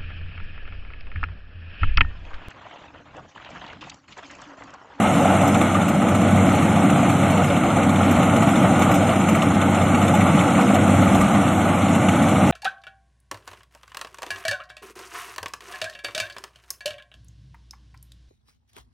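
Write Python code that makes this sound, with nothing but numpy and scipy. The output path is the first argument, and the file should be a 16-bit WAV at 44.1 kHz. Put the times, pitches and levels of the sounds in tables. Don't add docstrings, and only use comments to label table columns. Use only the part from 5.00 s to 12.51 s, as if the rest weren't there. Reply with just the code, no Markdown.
import sys
import numpy as np
from scipy import signal
from scipy.io import wavfile
from scipy.ndimage import uniform_filter1d

SR = 44100
rng = np.random.default_rng(int(sys.argv[2]) if len(sys.argv) > 2 else 0)


def volts(x):
    e = np.asarray(x, float) / 20
    return 10 ** e


def store_wav(level_fs):
    pcm = np.round(np.clip(np.atleast_2d(level_fs), -1, 1) * 32767)
    wavfile.write(sys.argv[1], SR, pcm.T.astype(np.int16))


N = 331191
FIRING_HZ = 95.25


def evened(x):
    return x / np.sqrt(np.mean(x ** 2) + 1e-20)


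def read(points, hz):
    f, value = np.transpose(points)
    return np.interp(np.log(hz + 1), np.log(f + 1), value, left=-90, right=-90)


def curve(table, column):
    rows = np.array(table)
    return np.interp(np.arange(N) / SR, rows[:, 0], rows[:, column])


def wander(hz):
    lowpass = signal.butter(2, hz, fs=SR, output="sos")
    return evened(signal.sosfilt(lowpass, rng.standard_normal(N)))


def noise(spectrum, size, patchy_db=0., flicker_db=0.):
    hop = size // 4
    a, b, patches = rng.standard_normal((N // hop + 5, size // 2 + 1, 3)).T
    patches = uniform_filter1d(patches, size=8, axis=0)
    patches = evened(uniform_filter1d(patches, size=6, axis=1))
    flicker = evened(uniform_filter1d(rng.standard_normal(a.shape[1]), size=3))
    level_db = read(spectrum, np.fft.rfftfreq(size, 1 / SR))[:, None]
    level_db = level_db + patchy_db * patches + flicker_db * flicker
    sound = signal.istft((a + 1j * b) * volts(level_db), nperseg=size, noverlap=size - hop)[1]
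    return evened(sound[:N])


def tone(turns, waver_db):
    return np.sqrt(2) * np.sin(2 * np.pi * turns) * volts(waver_db * wander(2.36))


def ring(blows, modes, reach_hz):
    s, blow_db, centre_hz = np.transpose(blows)
    at = np.minimum((s * SR).astype(int), N - 1)
    t = np.arange(SR // 5) / SR
    out = np.zeros(N)
    chance = rng.standard_normal((len(s), len(modes)))
    for (hz, db, t60), luck in zip(modes, chance.T):
        nearness = np.exp(-((hz - centre_hz) / reach_hz) ** 2)
        hits = np.zeros(N)
        np.add.at(hits, at, np.sign(luck) * volts(blow_db + db + 1.06 * luck) * nearness)
        fade_in = np.minimum(t / 0.0013, 1)
        mode = np.sin(2 * np.pi * hz * t) * volts(-60 * t / t60) * fade_in
        out += signal.oaconvolve(hits, mode)[:N]
    return out


# (time [s], lead [turns], firing tone level [dB], fan tone level [dB])
DIESEL_HUM = [(0, 0.54, -35.5, -32.5), (1.0, 1.51, -33, -30), (1.83, 2.33, -27.5, -34.5),
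              (2.75, 3.64, -29, -35), (3.62, 4.53, -28.5, -36), (4.65, 5.9, -29, -37),
              (5.67, 6.5, -28.5, -28.5), (6.65, 8.06, -30, -39), (7.68, 8.8, -25, -44)]
# (multiple, level relative to firing tone [dB], level relative to fan tone [dB])
HUM_OVERTONES = [(2, -4, 0.5), (3, -2, -4.5), (5, -11, -8), (6, -16.5, -7)]
# (pitch [Hz], level before wavering [dB])
SHAFT_WHINES = [(75.5, -51), (418, -58), (1478, -49.5)]


def diesel():
    t = np.arange(N) / SR
    firing = FIRING_HZ * t + 0.025 * wander(1.74)
    fan = firing + curve(DIESEL_HUM, column=1)
    firing_db, fan_db = curve(DIESEL_HUM, column=2), curve(DIESEL_HUM, column=3)
    out = volts(firing_db) * tone(firing, waver_db=0.0) + volts(fan_db) * tone(fan, waver_db=4.0)
    for k, over_firing_db, over_fan_db in HUM_OVERTONES:
        out += volts(firing_db + over_firing_db) * tone(k * firing + rng.random(), waver_db=1.0)
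        out += volts(fan_db + over_fan_db) * tone(k * fan + rng.random(), waver_db=2.5)
    for hz, db in SHAFT_WHINES:
        out += volts(db) * tone(hz * t + 0.34 * wander(3.3), waver_db=8.5)
    return out


# (pitch [Hz], relative level per Hz [dB])
DRUM_RUMBLE = [(12, -62), (20, -33), (32, -31), (45, -30), (60, -25.5), (75, -16), (95, -9), (110, -6),
               (150, -3), (195, 2), (250, -2), (300, -5), (345, -9.5), (400, -19), (450, -31)]


def drum(more_db):
    t = np.arange(N) / SR
    swell_db, period_s, crest_s = 0.9, 2.086, 1.51
    swell = swell_db * np.cos(2 * np.pi * (t - crest_s) / period_s)
    level_db = -18 + 0.23 * more_db + swell
    return volts(level_db) * noise(DRUM_RUMBLE, size=4096, patchy_db=-0.5)


# (pitch [Hz], relative level per Hz [dB])
CHAIN_ROAR = [(240, -30), (400, -7.5), (442, -19.5), (479, -3), (681, 1.5), (824, -0.5), (967, -10.5),
              (1260, -3), (1460, -7.5), (1660, -18), (2200, -11), (2510, -18), (2720, -16), (3490, -23),
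              (4400, -30.5), (5720, -87), (9680, -120)]


def chains(feed_db):
    firing = np.cos(2 * np.pi * FIRING_HZ * np.arange(N) / SR)
    level_db = -0.5 + feed_db + 0.31 * firing
    return volts(level_db) * noise(CHAIN_ROAR, size=1024, patchy_db=1.0, flicker_db=0.94)


# (pitch [Hz], relative level per Hz [dB])
STRAW_HISS = [(4600, 0), (5250, -7.5), (6100, -4), (6730, 1), (8000, -0.5), (8900, -0.5), (9300, -11),
              (10100, -8), (10800, -4.5), (11900, -10), (12900, -11), (13250, -20), (14100, -24),
              (14250, -60)]


def straw(more_db):
    level_db = -39.5 + 1.13 * more_db
    return volts(level_db) * noise(STRAW_HISS, size=512, patchy_db=2.3, flicker_db=0.4)


# (time [s], level [dB])
CROP_FEED = [(0, -20), (0.3, -19.5), (0.65, -21), (1.0, -23.5), (1.45, -20.5), (1.75, -21.5), (2.0, -20.5),
             (2.5, -22), (2.95, -22), (3.3, -20.5), (3.8, -20.5), (4.6, -22), (5.0, -21), (5.5, -20),
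             (6.1, -20), (6.55, -21), (7.0, -22), (7.51, -20)]


def machinery():
    feed_db = curve(CROP_FEED, column=1)
    more_db = feed_db + 21
    return drum(more_db) + chains(feed_db) + straw(more_db)


# (time [s], relative strength [dB], centre of the ring [Hz])
LOUD_THUMPS = [(0.208, 4, 563), (0.255, -1, 706), (0.341, -6, 680), (0.413, 1.5, 624), (0.434, -4, 760),
               (0.614, -2, 611), (0.749, -7, 1220), (1.763, -9, 710), (2.029, -10, 732), (2.5, -2, 563),
               (2.642, -7, 710), (3.331, -9, 750), (5.811, -6, 630), (6.15, -5, 720), (6.215, -5.5, 1210)]
# (pitch [Hz], relative level [dB], time to fall 60 dB [s])
HOUSING_MODES = [(563, -9.5, 0.17), (632, -10, 0.1), (693, -0.5, 0.06), (755, 1, 0.069), (840, 5, 0.12),
                 (1204, 0.5, 0.091), (1300, 1, .1)]


def housing():
    per_s, middle_db, spread_db = 3.9, -14, 7.5
    when, size, where = rng.random((round(per_s * N / SR), 3)).T
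    low_hz, high_hz = HOUSING_MODES[0][0], HOUSING_MODES[-1][0]
    small_db = middle_db + spread_db * (2 * size - 1)
    centre_hz = low_hz + (high_hz - low_hz) * where ** 2
    small = np.transpose([when * N / SR, small_db, centre_hz])
    return volts(-6.0) * ring(np.vstack([LOUD_THUMPS, small]), HOUSING_MODES, reach_hz=68.4)


# (time [s], strokes done)
KNIFE_STROKES = [(0.003, 0), (2.434, 36), (3.556, 53), (5.609, 84), (6.546, 98), (7.488, 112)]
# (time [s], knock level [dB], tick level before its boost [dB])
LOUD_CLACKS = [(0.413, -39, -56), (0.474, -32, -43), (0.543, -29.5, -56), (0.61, -29, -50),
               (0.881, -43, -46), (1.085, -41, -49), (1.147, -33, -58), (1.306, -40, -55),
               (1.351, -50, -57), (1.545, -33, -54), (1.623, -35, -58), (1.899, -41, -54),
               (2.094, -34, -53), (2.303, -45, -48), (2.435, -37, -53), (2.762, -34, -60), (2.83, -32, -60),
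               (2.892, -32, -61), (3.109, -37, -42), (3.229, -29, -63), (3.361, -37, -48),
               (3.422, -30, -53), (3.486, -37, -53), (3.556, -27, -56), (3.791, -33, -48),
               (3.819, -26, -53), (3.913, -27.5, -44), (3.94, -31, -41), (4.287, -31, -45),
               (4.348, -28.5, -49), (4.419, -25.5, -61), (4.614, -27, -66), (4.745, -34, -64),
               (4.949, -33, -60), (5.015, -31, -63), (5.08, -31, -58), (5.14, -33, -48), (5.205, -34, -62),
               (5.391, -27.5, -72), (5.609, -33, -55), (5.742, -36, -51), (6.148, -28.5, -49),
               (6.207, -32, -46), (6.946, -34, -52), (7.084, -28.5, -54), (7.22, -32, -56),
               (7.284, -30, -56)]


def clacks():
    s, done = np.transpose(KNIFE_STROKES)
    at = np.interp(np.arange(done[-1] + 1), done, s)
    late, hard, sharp = rng.standard_normal((len(at), 3)).T
    jitter_s, spread_db = 0.003, 3.5
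    steady = np.transpose([abs(at + jitter_s * late), -34 + spread_db * hard, -63 + spread_db * sharp])
    s, knock_db, tick_db = np.vstack([steady, LOUD_CLACKS]).T
    scrape_db = -41 + 0.3 * (knock_db + 31) + 0.34 * (tick_db + 55)
    low_hz, high_hz = 2040, 3880
    centre_hz = low_hz + (high_hz - low_hz) * rng.random(len(s))
    return np.transpose([s, scrape_db, knock_db, tick_db, centre_hz])


def strokes(rows, column, rise_s, t60_s):
    hits, t = np.zeros(N), np.arange(SR // 8) / SR
    np.add.at(hits, (rows[:, 0] * SR).astype(int), volts(rows[:, column]))
    shape = (1 - np.exp(-t / rise_s)) ** 2 * volts(-60 * t / t60_s)
    return signal.oaconvolve(hits, shape / shape.max())[:N]


# (pitch [Hz], relative level per Hz [dB])
KNOCK_COLOUR = [(800, -30), (1200, 14), (1600, -10), (2200, 5), (2800, -8.5), (3600, -13), (4300, -8.5),
                (4600, -46)]
SCRAPE_COLOUR = [(2940, -48), (5000, -7.5), (5380, -5), (7080, 4), (8580, -2.5), (9440, -9), (11000, -3.5),
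                 (12100, -10), (15700, -53), (22000, -120)]
TICK_COLOUR = [(12500, -40), (12800, -12), (13200, -2), (14000, -3), (14150, -3), (14280, -40)]
# (pitch [Hz], relative level [dB], time to fall 60 dB [s])
BAR_MODES = [(1938, 2, 0.086), (2227, 3, 0.055), (2433, -0.5, 0.046), (2735, 3.5, 0.034),
             (2980, -0.5, 0.043), (3240, -4, 0.024), (3550, -0.5, 0.041), (3780, -21, 0.029)]


def cutter():
    rows = clacks()
    knock = strokes(rows, column=2, rise_s=0.0025, t60_s=0.075) * noise(KNOCK_COLOUR, size=512)
    bar = volts(2.0) * ring(rows[:, [0, 2, 4]], BAR_MODES, reach_hz=810.0)
    scrape = strokes(rows, column=1, rise_s=0.0016, t60_s=0.078) * noise(SCRAPE_COLOUR, size=512)
    tick = strokes(rows, column=3, rise_s=0.0041, t60_s=0.058) * noise(TICK_COLOUR, size=512)
    return knock + bar + volts(1.5) * scrape + volts(2.5) * tick


def scene():
    return np.tile(diesel() + machinery() + cutter() + housing(), (2, 1))


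# (low edge [Hz], high edge [Hz])
DEAD_BANDS = [(4470, 5170), (12110, 12700)]


def dropouts(hz, count):
    low, high = (evened(uniform_filter1d(v, size=14)) for v in rng.standard_normal((2, count)))
    spots = uniform_filter1d(rng.standard_normal((len(hz), count)), size=4, axis=0)
    spots = evened(uniform_filter1d(spots, size=14, axis=1))
    alive, f = np.ones(spots.shape), hz[:, None]
    for low_hz, high_hz in DEAD_BANDS:
        alive *= (f < low_hz + 70 * low) | (f > high_hz + 110 * high)
        away = np.where(f > high_hz, (f - high_hz) / 1100, (low_hz - f) / 500)
        alive *= spots < 0.35 + 1.5 * away ** 2
    return np.maximum(alive, volts(-65.))


# (pitch [Hz], share of the time)
UNLIKE_SHARE = [(5100, 0.01), (5300, .12), (5700, 0.19), (6200, 0.29), (6400, 0.71), (7800, 0.89),
                (8000, 0.024), (12600, .02), (12900, 0.24), (14200, 0.22)]


def unlike_treble(hz, count):
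    draw = uniform_filter1d(rng.standard_normal(count), size=8)
    rank = draw.argsort().argsort() / count
    share = np.interp(hz, *np.transpose(UNLIKE_SHARE), left=0)
    return rank[None] < share[:, None]


def roll_off(x):
    return signal.sosfilt(signal.butter(12, 14280, fs=SR, output="sos"), x)


def record(dry):
    hz, t, z = signal.stft(dry[0], SR, nperseg=1024, noverlap=768)
    alive = dropouts(hz, count=len(t))
    z = z * alive
    unlike = unlike_treble(hz, count=len(t))
    smooth = np.sqrt(abs(uniform_filter1d(abs(z) ** 2, size=5, axis=0)))
    side = 1.3 * alive * unlike * smooth * np.exp(2j * np.pi * rng.random(z.shape))
    both = signal.istft(np.array([z + side, z - side]), SR, nperseg=1024, noverlap=768)[1][:, :N]
    return roll_off(both)


dry = scene()
out = record(dry)
store_wav(out)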